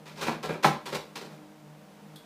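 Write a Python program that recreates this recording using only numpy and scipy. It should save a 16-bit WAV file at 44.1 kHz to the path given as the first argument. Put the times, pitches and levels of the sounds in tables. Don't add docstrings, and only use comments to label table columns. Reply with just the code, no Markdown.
import sys
import numpy as np
from scipy import signal
from scipy.fft import rfft, irfft, next_fast_len
from scipy.io import wavfile
from scipy.ndimage import map_coordinates

SR = 44100
rng = np.random.default_rng(int(sys.argv[2]) if len(sys.argv) > 2 else 0)


def digitize_waveform(pressure):
    field = np.atleast_2d(pressure).T
    bounded = np.clip(field, -1, 1)
    quanta = np.round(bounded * 32767).astype(np.int16)
    wavfile.write(sys.argv[1], SR, quanta)


def to_linear_factor(level_db):
    exponent = np.asarray(level_db, float) / 20
    return 10 ** exponent


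N = 99225


def unit(x):
    return x / np.sqrt(np.mean(x ** 2) + 1e-20)


def along(points, hz):
    f, value = np.transpose(points)
    return np.interp(np.log(hz + 1), np.log(f + 1), value)


def wobble(knots_per_s):
    knots = rng.standard_normal(N // 100)
    return map_coordinates(knots, [np.arange(N) * knots_per_s / SR])


def filtered(x, response):
    size = next_fast_len(N + SR // 2)
    h = response(np.fft.rfftfreq(size, 1 / SR))
    h = h / np.sqrt(np.mean(abs(h) ** 2))
    return irfft(rfft(x, size) * h, size)[:N]


def causal(points):
    def response(hz):
        level_db = np.maximum(along(points, hz), -80)
        cepstrum = irfft(np.log(to_linear_factor(level_db)))
        half = len(cepstrum) // 2
        cepstrum[1:half] *= 2
        cepstrum[half + 1:] = 0
        return np.exp(rfft(cepstrum))
    return response


def resonances(table):
    def response(f):
        total = 0
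        for k, (centre, width, db) in enumerate(table):
            band = 1j * f * width / (centre * centre - f * f + 1j * f * width)
            total = total + (-1) ** k * to_linear_factor(db) * band
        return total
    return response


CLAW_GRAINS_PER_S, PAD_GRAINS_PER_S, GRAIN_SPREAD_DB = 9000, 1800, 2.5


def grit(grains_per_s):
    on = rng.random(N) < grains_per_s / SR
    size = rng.standard_normal(N) * to_linear_factor(GRAIN_SPREAD_DB * rng.standard_normal(N))
    return unit(on * size)


# (frequency [Hz], relative level [dB])
AIR_SPECTRUM = [(15, -63), (25, -22), (96, -16.5), (198, -7), (399, -10.5), (457, -4), (666, -9),
                (741, -8.5), (1900, -17.5), (14300, -33), (15500, -21)]
AIR_DB = -55


def air():
    hiss = filtered(rng.standard_normal(N), lambda f: to_linear_factor(along(AIR_SPECTRUM, f)))
    return to_linear_factor(AIR_DB + 0.56 * wobble(2.46)) * unit(hiss)


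# (time [s], lowest tone level [dB], octave level [dB])
HUM_SWELLS = [(0, -51, -56.5), (0.098, -52.5, -67), (.5, -61, -58), (1.1, -59, -65), (1.27, -65, -53.5),
              (1.33, -44, -62), (1.42, -61.5, -52.5), (1.6, -60, -61.5), (1.72, -48.5, -61),
              (1.78, -54, -57), (1.85, -65, -66), (2.0, -59.5, -66), (2.08, -48.5, -62), (2.16, -47.5, -57),
              (2.2, -64, -63), (2.25, -81, -70)]
# (multiple of the lowest, level [dB])
HUM_OVERTONES = [(3, -65), (4, -66), (5, -69.5), (6, -74)]
HUM_HZ, HUM_DRIFT_FRACTION, HUM_FLUTTER_DB = 153, 0.00593, 1.5
FUZZY_HZ, FUZZY_WIDTH_HZ, FUZZY_DB = 201, 14, -57.5


def hum():
    t = np.arange(N) / SR
    time_s, low_db, octave_db = np.transpose(HUM_SWELLS)
    pitch_hz = HUM_HZ * (1 + HUM_DRIFT_FRACTION * wobble(14))
    phase = 2 * np.pi * np.cumsum(pitch_hz) / SR

    def tone(multiple, level_db):
        level = np.sqrt(2) * to_linear_factor(level_db + HUM_FLUTTER_DB * wobble(12))
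        return level * np.sin(multiple * phase + 2 * np.pi * rng.random())

    stack = tone(1, np.interp(t, time_s, low_db)) + tone(2, np.interp(t, time_s, octave_db))
    for multiple, db in HUM_OVERTONES:
        stack = stack + tone(round(multiple), db)
    fuzzy = filtered(rng.standard_normal(N), lambda f: 1 / (1 + ((f - FUZZY_HZ) / FUZZY_WIDTH_HZ) ** 2))
    return stack + to_linear_factor(FUZZY_DB) * unit(fuzzy)


# (frequency [Hz], time to fall 60 dB [s])
ROOM_T60 = [(150, 0.36), (500, 0.36), (1500, 0.33), (4000, 0.34), (8000, 0.29), (15000, 0.27)]
ROOM_GAP_S = 0.006


def room(x):
    out = np.zeros(N)
    step = SR // 16
    for start in range(0, N, step):
        hz, t, z = signal.stft(rng.standard_normal(SR // 2), SR, nperseg=256)
        decay = to_linear_factor(-60 * t / along(ROOM_T60, hz)[:, None])
        tail = signal.istft(z * decay, SR, nperseg=256)[1]
        tail = np.pad(tail / np.linalg.norm(tail), (round(ROOM_GAP_S * SR), 0))
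        wet = signal.fftconvolve(x[start:start + step], tail)
        out[start:start + len(wet)] += wet[:N - start]
    return out


# (centre [Hz], width [Hz], relative level [dB])
TINK_RESONANCES = [(3356, 93, 3.5), (4030, 1050, -11), (8500, 900, -15.5), (12100, 1400, -18)]
TINK_S, TINK_DB, TINK_T60_S = 2.159, -46.5, 0.1
CRACK_DB, CRACK_T60_S = -51, 0.052


def tink():
    since_s = np.maximum(np.arange(N) / SR - TINK_S, 0)
    on = since_s > 0
    burst = on * to_linear_factor(TINK_DB - 60 * since_s / TINK_T60_S) * rng.standard_normal(N)
    rattle = filtered(burst, resonances(TINK_RESONANCES))
    crack = on * to_linear_factor(CRACK_DB - 60 * since_s / CRACK_T60_S) * rng.standard_normal(N)
    return rattle + crack


# (time [s], length [s], level [dB])
SLIDES = [(0.052, .06, -59), (0.212, 0.075, -41.5), (0.295, 0.042, -44.5), (0.483, 0.068, -45)]
RUB_HZ, RUB_WIDTH_HZ = 2400, 250


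def squeak():
    t = np.arange(N) / SR
    slide = np.zeros(N)
    for start, length, db in SLIDES:
        arch = np.sin(np.pi * np.clip((t - start) / length, 0, 1)) ** 0.5
        slide = slide + to_linear_factor(db) * arch
    return filtered(slide * grit(CLAW_GRAINS_PER_S), resonances([(RUB_HZ, RUB_WIDTH_HZ, 0)]))


# (time [s], claw scrape level [dB], pad push level [dB], rise [s], fall [s])
PAW_STROKES = [(0.056, -50, -53, 0.0015, 0.08), (0.153, -45.5, -49, 0.035, 0.054),
               (.210, -36.5, -39.5, 0.0049, 0.05), (0.263, -37, -33.5, 0.012, .025),
               (0.309, -50, -40.5, 0.0081, 0.041), (0.426, -39, -37, 0.0079, 0.035),
               (0.487, -47.5, -35.5, 0.0075, 0.026), (0.523, -54.5, -43.5, 0.011, 0.04),
               (0.625, -30.5, -35, 0.016, 0.0086), (0.645, -27.5, -25.5, 0.0041, 0.031),
               (0.743, -54, -39, 0.0025, 0.004), (0.854, -39, -43.5, 0.0062, 0.043),
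               (0.917, -39.5, -35, 0.014, 0.007), (0.935, -34, -35, 0.017, 0.02),
               (1.153, -39, -47.5, 0.0057, 0.028), (1.209, -47, -50.5, 0.0043, 0.023),
               (1.243, -51.5, -57.5, 0.006, 0.027), (1.298, -59.5, -57, 0.01, 0.062)]


def stroke_envelopes():
    t = np.arange(N) / SR
    claw, push = np.zeros(N), np.zeros(N)
    for start, claw_db, push_db, rise, fall in PAW_STROKES:
        since_s = np.maximum(t - start, 0)
        shape = np.minimum(since_s / rise, 1) * np.exp(-(np.maximum(since_s - rise, 0) / fall) ** 2)
        claw = claw + to_linear_factor(claw_db) * shape
        push = push + to_linear_factor(push_db) * shape
    return claw, push


# (time [s], level [dB], best-driven frequency [Hz]); softer contacts drive lower
RIM_KNOCKS = [(.214, -23, 900), (0.434, -20, 845), (0.6438, 5.5, 1020), (0.6458, -1, 950),
              (0.6481, 3.5, 900), (0.651, -4.5, 170), (0.669, -10.5, 1010), (.760, -21, 1250),
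              (1.156, -48, 1000), (1.218, -26.5, 400), (1.254, -24, 252)]
KNOCK_WIDTH_RATIO = 0.7


def knocks():
    total = np.zeros(N)
    for start, db, hz in RIM_KNOCKS:
        level = to_linear_factor(db + rng.normal(0, 1)) * rng.choice([-1, 1])
        blow = (np.arange(N) == round(start * SR)) * level
        total = total + filtered(blow, resonances([(hz, KNOCK_WIDTH_RATIO * hz, 0)]))
    return total


# (centre [Hz], width [Hz], relative level [dB])
BOX_RESONANCES = [(158.4, 19.4, 0), (235.5, 13.3, 0), (316, 13, -32), (436.5, 135, 3), (600, 42, -9.5),
                  (785, 170, 0.5), (966, 59, -9), (1067, 158, 1.5), (1365, 64, -5), (1631, 98, -5),
                  (1953, 300, -9), (2450, 180, -7), (3280, 160, -21), (3880, 640, -10.5)]
# (frequency [Hz], relative level [dB])
BOX_BETWEEN = [(82, -28), (140, -10), (302, -17), (414, -2), (690, -6.5), (1130, -3), (3020, -20),
               (6390, -20), (15500, -41)]
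BETWEEN_DB = -2


def box(drive):
    ringing = filtered(drive, resonances(BOX_RESONANCES))
    return ringing + to_linear_factor(BETWEEN_DB) * filtered(drive, causal(BOX_BETWEEN))


# (frequency [Hz], relative level [dB])
CLAW_SPECTRUM = [(470, -40), (800, -4), (940, 5), (1350, -6.5), (1570, -4), (4290, -5), (11000, -20.5),
                 (15600, -22.5)]
PAD_HZ = 900
THUD_HZ, THUD_WIDTH_HZ, THUD_DB = 70, 6.6, -32.5


def paw():
    claw, push = stroke_envelopes()
    knock = knocks()
    push = filtered(push * grit(PAD_GRAINS_PER_S), lambda f: 1 / (1 + 1j * f / PAD_HZ))
    ringing = box(push + knock)
    thud = to_linear_factor(THUD_DB) * filtered(push, resonances([(THUD_HZ, THUD_WIDTH_HZ, 0)]))
    scrape = filtered(claw * grit(CLAW_GRAINS_PER_S), causal(CLAW_SPECTRUM))
    return scrape + ringing, thud


ROOM_DB, MIC_LOW_CUT_HZ = -4.5, 135


def scene():
    strokes, thud = paw()
    near = strokes + squeak() + tink()
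    near = near + to_linear_factor(ROOM_DB) * room(near) + hum()
    low_cut = signal.butter(6, MIC_LOW_CUT_HZ, "high", fs=SR, output="sos")
    return (signal.sosfilt(low_cut, near) + thud + air())[None]


def top_cut(x):
    return signal.sosfilt(signal.butter(12, 15790, fs=SR, output="sos"), x)


def record(dry):
    low_pass = signal.cheby2(12, 60, 16100, fs=SR, output="sos")
    mix = signal.sosfiltfilt(low_pass, dry)
    return top_cut(mix)


dry = scene()
out = record(dry)
digitize_waveform(out)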